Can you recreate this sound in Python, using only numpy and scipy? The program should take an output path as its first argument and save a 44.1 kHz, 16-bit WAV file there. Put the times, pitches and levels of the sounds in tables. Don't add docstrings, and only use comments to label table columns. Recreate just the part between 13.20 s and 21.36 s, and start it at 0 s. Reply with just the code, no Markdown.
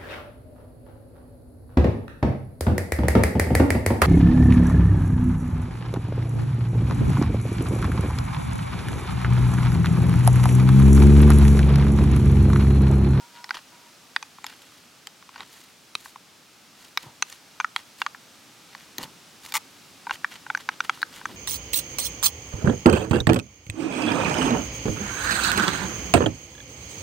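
import sys
import numpy as np
from scipy import signal
from scipy.fft import rfft, irfft, next_fast_len
from scipy.io import wavfile

SR = 44100
rng = np.random.default_rng(int(sys.argv[2]) if len(sys.argv) > 2 else 0)


def transcribe(signal):
    frames = np.atleast_2d(signal).T
    limited = np.clip(frames, -1, 1)
    pcm = np.round(limited * 32767).astype(np.int16)
    wavfile.write(sys.argv[1], SR, pcm)


N = 359856
TIME = np.arange(N) / SR

# frequency in Hz, relative level in dB per Hz.
AIR_COLOUR = [(240, -31), (400, -9), (811, -6), (945, -6.5), (1090, -8), (1210, -5), (1860, -9),
              (2410, -7.5), (5530, -9), (15700, -23)]
# time in seconds, level in dB.
AIR_LEVEL = [(0, -51.5), (1.7, -53.5), (3.3, -54), (4.2, -52.5), (8.16, -50)]
# frequency in Hz, relative level in dB per Hz.
RUMBLE_COLOUR = [(25, -42), (50, -20), (85, -8), (150, -1.5), (280, -0.5), (400, -7), (600, -13.5),
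                 (850, -35)]
RUMBLE_DB, RUMBLE_GROWS_FROM_S, RUMBLE_DB_PER_S = -61.5, 3.96, 1.4
# peak in seconds, level in dB, seconds to rise or fall by a factor e.
GUSTS = [(5.85, -70, 0.17), (8.17, -55.5, 0.085)]
# frequency in Hz, relative level in dB per Hz.
BUFFET_COLOUR = [(15, -45), (30, -22), (60, 2), (110, -4), (200, -13), (400, -47)]
GUST_RUMBLE_DB = 12
# frequency in Hz, left-right correlation from 0 to 1.
STEREO_LIKENESS = [(30, 0.54), (150, 0.77), (1000, 0.76), (6000, 0.74)]

# start in seconds, end in seconds, level in dB.
WHINES = [(-.04, 0.108, -56), (0.105, 0.404, -55.5), (0.497, .72, -61)]
WHINE_HZ, WHINE_FADE_S = 953, 0.03

# start in seconds, end in seconds, level in dB, food under the tines from 0 to 1.
STROKES = [(0.135, 0.202, -61, 0.01), (0.334, 0.391, -49.5, 0.15), (1.235, 1.356, -61, 0.3),
           (1.29, 1.68, -65.5, 0.64), (2.134, 2.255, -60.5, 0), (2.244, 2.528, -62, 0.83),
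           (2.76, 2.935, -60.5, 1), (3.537, 3.743, -63, 0.7), (3.776, 3.903, -58.5, 0.57),
           (4.057, 4.177, -57.5, 0.88), (4.562, 4.614, -53, 0.65), (4.782, 4.83, -55, 1),
           (5.486, 5.707, -63.5, 0.5), (5.787, 5.868, -51.5, 0.56), (6.22, 6.322, -53, 0.78),
           (6.9, 6.964, -50.5, 0.5), (7.098, 7.18, -54, 0.44), (7.393, 7.427, -52.5, 0.33),
           (7.508, 7.548, -59, 0.06), (7.636, 7.663, -49.5, 0.4), (7.705, 7.814, -56, 0.6),
           (7.902, 8.03, -54.5, 0.58), (8.077, 8.148, -58, 0.4)]
# frequency in Hz, relative level in dB per Hz.
BODY_COLOUR = [(25, -45), (150, -22), (450, -10), (900, -5.5), (1500, -1), (2300, -3.5), (3200, -0.5),
               (6000, -53)]
# frequency in Hz, relative level in dB per Hz.
FRICTION_COLOUR = [(1200, -6.5), (2200, -1), (3300, 2.5), (4600, 1.5), (6800, -10), (9000, -24),
                   (16000, -47)]
# frequency in Hz, relative level in dB per Hz.
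SMEAR_COLOUR = [(4000, -32), (6500, 3), (8000, -0.5), (11000, -1.5), (16000, -8.5)]
BARE_DB, COATED_DB = (9, 2.5, -8.5), (-5.5, 3.5, 4.5)
# mode in Hz, relative level in dB, 60 dB decay in seconds.
SLIDING_MODES = [(853, 1, 0.03), (1200, 3, 0.035), (2140, 5.5, 0.03), (2520, -2, 0.017), (3680, -9, .012),
                 (5530, -19, .02), (7300, -16, .016), (8050, -17, 0.015)]

# mode in Hz, level within its list in dB, 60 dB decay in seconds.
TUB_MODES = [
    [(1259, -9, 0.02), (1420, -0.5, .011), (1564, 2.5, 0.01)],
    [(872, -3.5, 0.024), (1095, 17, 0.0092)],
    [(1810, 12, 0.0073), (2105, 13, 0.0058), (2570, -6.5, 0.026)],
    [(3430, 3.5, 0.014), (4120, 9.5, 0.0057), (4520, 6, 0.0055), (5795, 0.5, 0.0093), (6970, -6, 0.0071)],
    [(7800, 8.5, 0.0034), (9930, 0.5, 0.0084), (10750, 2, 0.0056), (14000, 2, .004)],
]
# time in seconds,
# wall level in dB rms over 10 ms, brightness in dB, hollow ring of the bottom in dB against the wall.
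SNAPS_AND_PATS = [(0.3076, -24, -11, -11), (0.963, -24, -3.5, -10), (1.0267, -41.5, 2.5, 4),
                  (1.185, -55, -6, 11.5), (1.243, -36, -2.5, 0.5), (2.0913, -51, -5, 4),
                  (2.8583, -46, -9, 4.5), (2.959, -50.5, -6, 12), (3.7741, -25.5, 1, -12),
                  (4.0237, -24, 1.5, -12), (4.4009, -22.5, -13, -6.5), (4.4077, -30.5, -12, -5),
                  (4.5621, -25, -1, -7.5), (4.8173, -23, -7.5, -5.5), (4.9475, -40.5, -20, -5.5),
                  (6.869, -35.5, -18, 5), (6.8954, -30.5, -15, -4), (6.9088, -23.5, -12, -1.5),
                  (7.2649, -38, -22, -3), (7.301, -24, -16.5, -6), (7.4895, -20.5, -14, -6),
                  (7.6954, -18, -12, -9.5)]
# time in seconds, wall level in dB rms over 10 ms,
# brightness in dB.
REBOUNDS = [(4.4452, -20, -22), (4.864, -23, -12.5), (7.0452, -21, -20), (7.3495, -21, -19),
            (7.6046, -21, -10.5), (7.8291, -22.5, -12), (8.0554, -25.5, -14.5)]
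# time in seconds, wall level in dB rms over 10 ms,
# brightness in dB.
TAPS = [(0.2425, -44.5, 5.5), (0.2923, -43, 1), (1.2656, -48.5, 11.5), (1.871, -48.5, 10.5),
        (2.0259, -52, -4), (2.1596, -42.5, -9), (2.206, -41, 0.5), (4.1256, -52, 8.5), (5.5496, -44, -3),
        (5.7825, -45, 13.5), (5.8303, -55, 15), (6.3223, -45, 9), (7.3741, -41, 1), (7.8175, -47, 8.5),
        (8.0137, -43.5, -15)]
REBOUND_HOLLOW_DB, TAP_HOLLOW_DB = -30, 0
REBOUND_RIM_DB = -3
# level in dB against the wall, dB gained per dB of brightness.
HARDNESS = [(1, .5), (0.5, 1), (-15.5, 1.8)]
LOWEST_HZ = 772
THUD_DB, THUD_TOP_HZ = -30.5, 430

# time in seconds, level in dB, 60 dB decay in seconds, boom in Hz.
BUMPS = [(2.195, -45.5, 0.16, 203), (2.751, -37, 0.034, 405), (3.836, -43.5, 0.1, 249),
         (3.858, -43.5, 0.23, 159), (5.783, -35.5, 0.14, 325), (5.808, -40, 0.19, 304),
         (5.829, -43.5, 0.27, 166), (8.090, -38.5, 0.14, 263)]
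# frequency in Hz, relative level in dB per Hz.
BUMP_COLOUR = [(20, -45), (50, -22), (120, 2.5), (500, 0), (900, 5), (1250, 0), (2500, -35)]

CLINK_S, CLINK_DB = 2.7524, -24.5
# mode in Hz, relative level in dB, 60 dB decay in seconds.
DISH_MODES = [(1210, -4, 0.017), (2600, -3, 0.018), (3160, -3.5, 0.01), (3880, 6.5, 0.0048),
              (5560, -8.5, 0.0078), (9700, -1, 0.0021)]

SKID_START_S, SKID_HOLD_S, SKID_ATTACK_S, SKID_T60_S = 6.339, 0.034, .0015, 0.021
SKID_DB, SKID_SWELL_DB_PER_S = -22, 124
JUDDER_S, JUDDER_SAG_DB = 0.012, 7
# frequency in Hz, relative level in dB per Hz.
SKID_GRIT = [(100, -55), (600, -33), (1000, -22), (3000, 6), (7000, 4), (16000, -2.5)]

CUTOFF_HZ = 16000


def from_db(db):
    return 10 ** (np.asarray(db) / 20)


def rms_one(x):
    return x / np.sqrt(np.mean(x ** 2) + 1e-20)


def at_hz(points, hz):
    f, value = np.transpose(points)
    return np.interp(np.log(hz + 1e-6), np.log(f), value)


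def cut(x, hz, kind, order=2):
    return signal.sosfilt(signal.butter(order, hz, kind, fs=SR, output="sos"), x)


def coloured(x, spectrum):
    size = next_fast_len(N)
    hz = np.arange(size // 2 + 1) * SR / size
    gain = from_db(at_hz(spectrum, hz))
    return rms_one(irfft(rfft(x, size) * gain, size)[:N])


def drift(per_s):
    knots = rng.standard_normal(N // 20)
    return np.interp(TIME * per_s, np.arange(len(knots)), knots)


def grains(per_s, spread_db):
    sizes = from_db(spread_db * np.minimum(rng.exponential(1, N), 4))
    signs = rng.choice([-1, 1], N)
    happens = rng.random(N) < per_s / SR
    return rms_one(sizes * signs * happens)


def ring(x, hz, t60):
    r = from_db(-60 / (t60 * SR))
    w = 2 * np.pi * hz / SR
    return signal.lfilter([0, np.sin(w)], [1, -2 * r * np.cos(w), r * r], x + 1e-18)


def add(track, s, sound):
    i = round(s * SR)
    track[i:i + len(sound)] += sound[:N - i]


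def wide_noise(spectrum):
    size = next_fast_len(N)
    hz = np.arange(size // 2 + 1) * SR / size
    alike = at_hz(STEREO_LIKENESS, hz)
    mid, side = rfft(rng.standard_normal((2, size)))
    both = np.sqrt(1 + alike) * mid + np.sqrt(1 - alike) * side * [[1], [-1]]
    return rms_one(irfft(both * from_db(at_hz(spectrum, hz)), size)[:, :N])


def background():
    air_s, air_db = np.transpose(AIR_LEVEL)
    air = from_db(np.interp(TIME, air_s, air_db)) * cut(wide_noise(AIR_COLOUR), 370, "high")
    gust = sum(from_db(db) * np.exp(-np.abs(TIME - s) / width_s) for s, db, width_s in GUSTS)
    steady = from_db(RUMBLE_DB + RUMBLE_DB_PER_S * np.maximum(TIME - RUMBLE_GROWS_FROM_S, 0))
    stirred = from_db(GUST_RUMBLE_DB) * gust
    rumble = np.hypot(steady, stirred) * wide_noise(RUMBLE_COLOUR)
    buffeting = gust * from_db(2 * drift(12)) * wide_noise(BUFFET_COLOUR)
    return air + rumble + buffeting


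def whine(waver=0.0175, upper_db=-10.0, flutter_db=5.0, flutters_per_s=40):
    phase = 2 * np.pi * np.cumsum(WHINE_HZ * (1 + waver * drift(142.7))) / SR
    tone = np.sin(phase) + from_db(upper_db) * np.sin(3 * phase / 2)
    level = np.zeros(N)
    for start, end, db in WHINES:
        fade = np.clip(np.minimum(TIME - start, end - TIME) / WHINE_FADE_S, 0, 1)
        level += from_db(db) * fade
    return np.sqrt(2) * tone * level * from_db(flutter_db * drift(flutters_per_s))


def arches(column):
    pressure = np.zeros(N)
    for start, end, db, food in STROKES:
        offset = (TIME - (start + end) / 2) / (end - start)
        level_db = db + (1 - food) * BARE_DB[column] + food * COATED_DB[column]
        bell = np.sqrt(2) * np.exp(-2 * np.pi * np.minimum(offset ** 2, 10))
        pressure += from_db(level_db) * bell
    return pressure


def dragged(slips):
    rings = np.zeros(N)
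    for k, (hz, db, t60) in enumerate(SLIDING_MODES):
        rings += (-1) ** k * from_db(db) * ring(slips, hz, t60)
    return rms_one(cut(rings, 650, "high"))


def rubbing(slips_per_s=(1500, 3500, 7000), spread_db=5.0, jerk_db=4.5, jerks_per_s=190, ring_db=-18.0):
    jerk = from_db(jerk_db * drift(jerks_per_s))
    rub = np.zeros(N)
    for k, colour in enumerate((BODY_COLOUR, FRICTION_COLOUR, SMEAR_COLOUR)):
        slips = jerk * grains(slips_per_s[k], spread_db)
        rub += arches(k) * coloured(slips, colour)
    return rub + from_db(ring_db) * np.std(rub) * dragged(rub)


def creaks(catches_per_s=115, unevenness=.45, spread_db=5.0, over_body_db=-1.0):
    rate = catches_per_s * np.exp(unevenness * drift(catches_per_s))
    catches = np.floor(np.cumsum(rate) / SR)
    sizes = from_db(spread_db * np.clip(rng.standard_normal(N), -2, 2))
    clicks = np.diff(catches, prepend=0) * sizes
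    rings = np.zeros(N)
    for part in TUB_MODES[:-1]:
        for hz, db, t60 in part:
            rings += from_db(db) * ring(clicks * rng.standard_normal(N), hz, t60)
    return from_db(over_body_db) * arches(0) * rms_one(cut(rings, 1020, "high"))


def snap(db, bright_db, hollow_db, rim_db=0, rise_cycles=1.0, soft_rise=0.051, contact_s=0.00034,
         detune=0.045, vary_db=6.0):
    out, t = 0, np.arange(SR // 20) / SR
    wall_hz = TUB_MODES[0][1][0]
    rim, crack, tick = [base_db + slope * bright_db for base_db, slope in HARDNESS]
    softness = max(-rim - rim_db, 0)
    for modes, rel_db in zip(TUB_MODES, [0, hollow_db, rim + rim_db, crack, tick]):
        hz, level_db, t60 = np.transpose(modes)[:, :, None]
        shift, strength = rng.standard_normal((2, len(modes), 1))
        hz = hz * (1 + detune * shift * np.sqrt(hz / wall_hz))
        rise_s = np.maximum((rise_cycles + soft_rise * softness) / hz, contact_s)
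        decay = from_db(level_db + vary_db * strength - 60 * t / t60)
        envelope = (1 - np.exp(-t / rise_s)) * decay
        part = (envelope * np.sin(2 * np.pi * hz * t)).sum(0)
        rms_10ms = np.sqrt(np.sum(part ** 2) / (.01 * SR))
        out = out + from_db(db + rel_db) * part / rms_10ms
    return out


def snaps():
    out = np.zeros(N)
    for s, db, bright_db, hollow_db in SNAPS_AND_PATS:
        add(out, s, snap(db, bright_db, hollow_db))
    for s, db, bright_db in REBOUNDS:
        add(out, s, snap(db, bright_db, REBOUND_HOLLOW_DB, REBOUND_RIM_DB))
    for s, db, bright_db in TAPS:
        add(out, s, snap(db, bright_db, TAP_HOLLOW_DB))
    shell = signal.sosfilt(signal.ellip(4, 1, 32, LOWEST_HZ, "high", fs=SR, output="sos"), out)
    thud = cut(cut(out, THUD_TOP_HZ, "low", order=4), THUD_TOP_HZ / 2, "high")
    return shell + from_db(THUD_DB) * np.std(shell) * rms_one(thud)


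def bumps(boom_t60=0.039):
    out, t = np.zeros(N), np.arange(SR // 3) / SR
    rattle = coloured(rng.standard_normal(N), BUMP_COLOUR)
    for k, (s, db, t60, hz) in enumerate(BUMPS):
        boom = rms_one(ring(rng.standard_normal(2 * len(t)), hz, boom_t60)[len(t):])
        shake = (boom + rattle[k * len(t):(k + 1) * len(t)]) / np.sqrt(2)
        attack = np.minimum(t / .001, 1)
        add(out, s, shake * from_db(db - 60 * t / t60) * attack)
    return cut(out, 88, "high", order=4)


def clink(contact_s=0.0002):
    out, t = np.zeros(N), np.arange(SR // 20) / SR
    modes = sum(from_db(db - 60 * t / t60) * np.sin(2 * np.pi * hz * t) for hz, db, t60 in DISH_MODES)
    knock = modes * (1 - np.exp(-t / contact_s))
    rms_10ms = np.sqrt(np.sum(knock ** 2) / (.01 * SR))
    add(out, CLINK_S, from_db(CLINK_DB) * knock / rms_10ms)
    return cut(out, LOWEST_HZ, "high")


def skid(slips_per_s=6000, spread_db=6.0, grit_db=-3.0):
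    t = np.maximum(TIME - SKID_START_S, 0)
    held = np.minimum(t, SKID_HOLD_S)
    attack = np.minimum(t / SKID_ATTACK_S, 1)
    release = from_db(-60 * np.minimum((t - held) / SKID_T60_S, 3))
    sag_db = JUDDER_SAG_DB * (held / JUDDER_S % 1)
    force = attack * release * from_db(SKID_DB + SKID_SWELL_DB_PER_S * held - sag_db)
    slips = grains(slips_per_s, spread_db)
    rings = dragged(force * slips) / np.sqrt(2)
    grit = rms_one(force * coloured(slips, SKID_GRIT))
    return np.sqrt(np.mean(force ** 2)) * (rings + from_db(grit_db) * grit)


def camp_table(x, bounce_s=0.002105, bounce_db=-14.0, scatter_db=-16.5, scatter_t60=0.021,
               far_db=-25.5, far_t60=0.4):
    t = np.arange(SR // 4) / SR
    decays = from_db(-60 * t / np.array([scatter_t60, far_t60])[:, None, None])
    tails = rng.standard_normal((2, 2, len(t))) * decays * (t > .001)
    near, far = tails / np.sqrt(np.sum(tails ** 2, axis=-1, keepdims=True))
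    near = 2 * cut(near, 2300, "high", order=1)
    response = from_db(scatter_db) * near + from_db(far_db) * far
    echoes = signal.fftconvolve(x[None], response, axes=-1)[:, :N]
    bounce = from_db(bounce_db) * np.interp(TIME - bounce_s, TIME, x)
    return x + bounce + echoes


def scene():
    at_table = rubbing() + creaks() + snaps() + bumps() + clink() + skid()
    return camp_table(at_table) + whine() + background()


def record(dry):
    return signal.sosfilt(signal.ellip(12, .1, 70, CUTOFF_HZ, fs=SR, output="sos"), dry)


dry = scene()
out = record(dry)
transcribe(out)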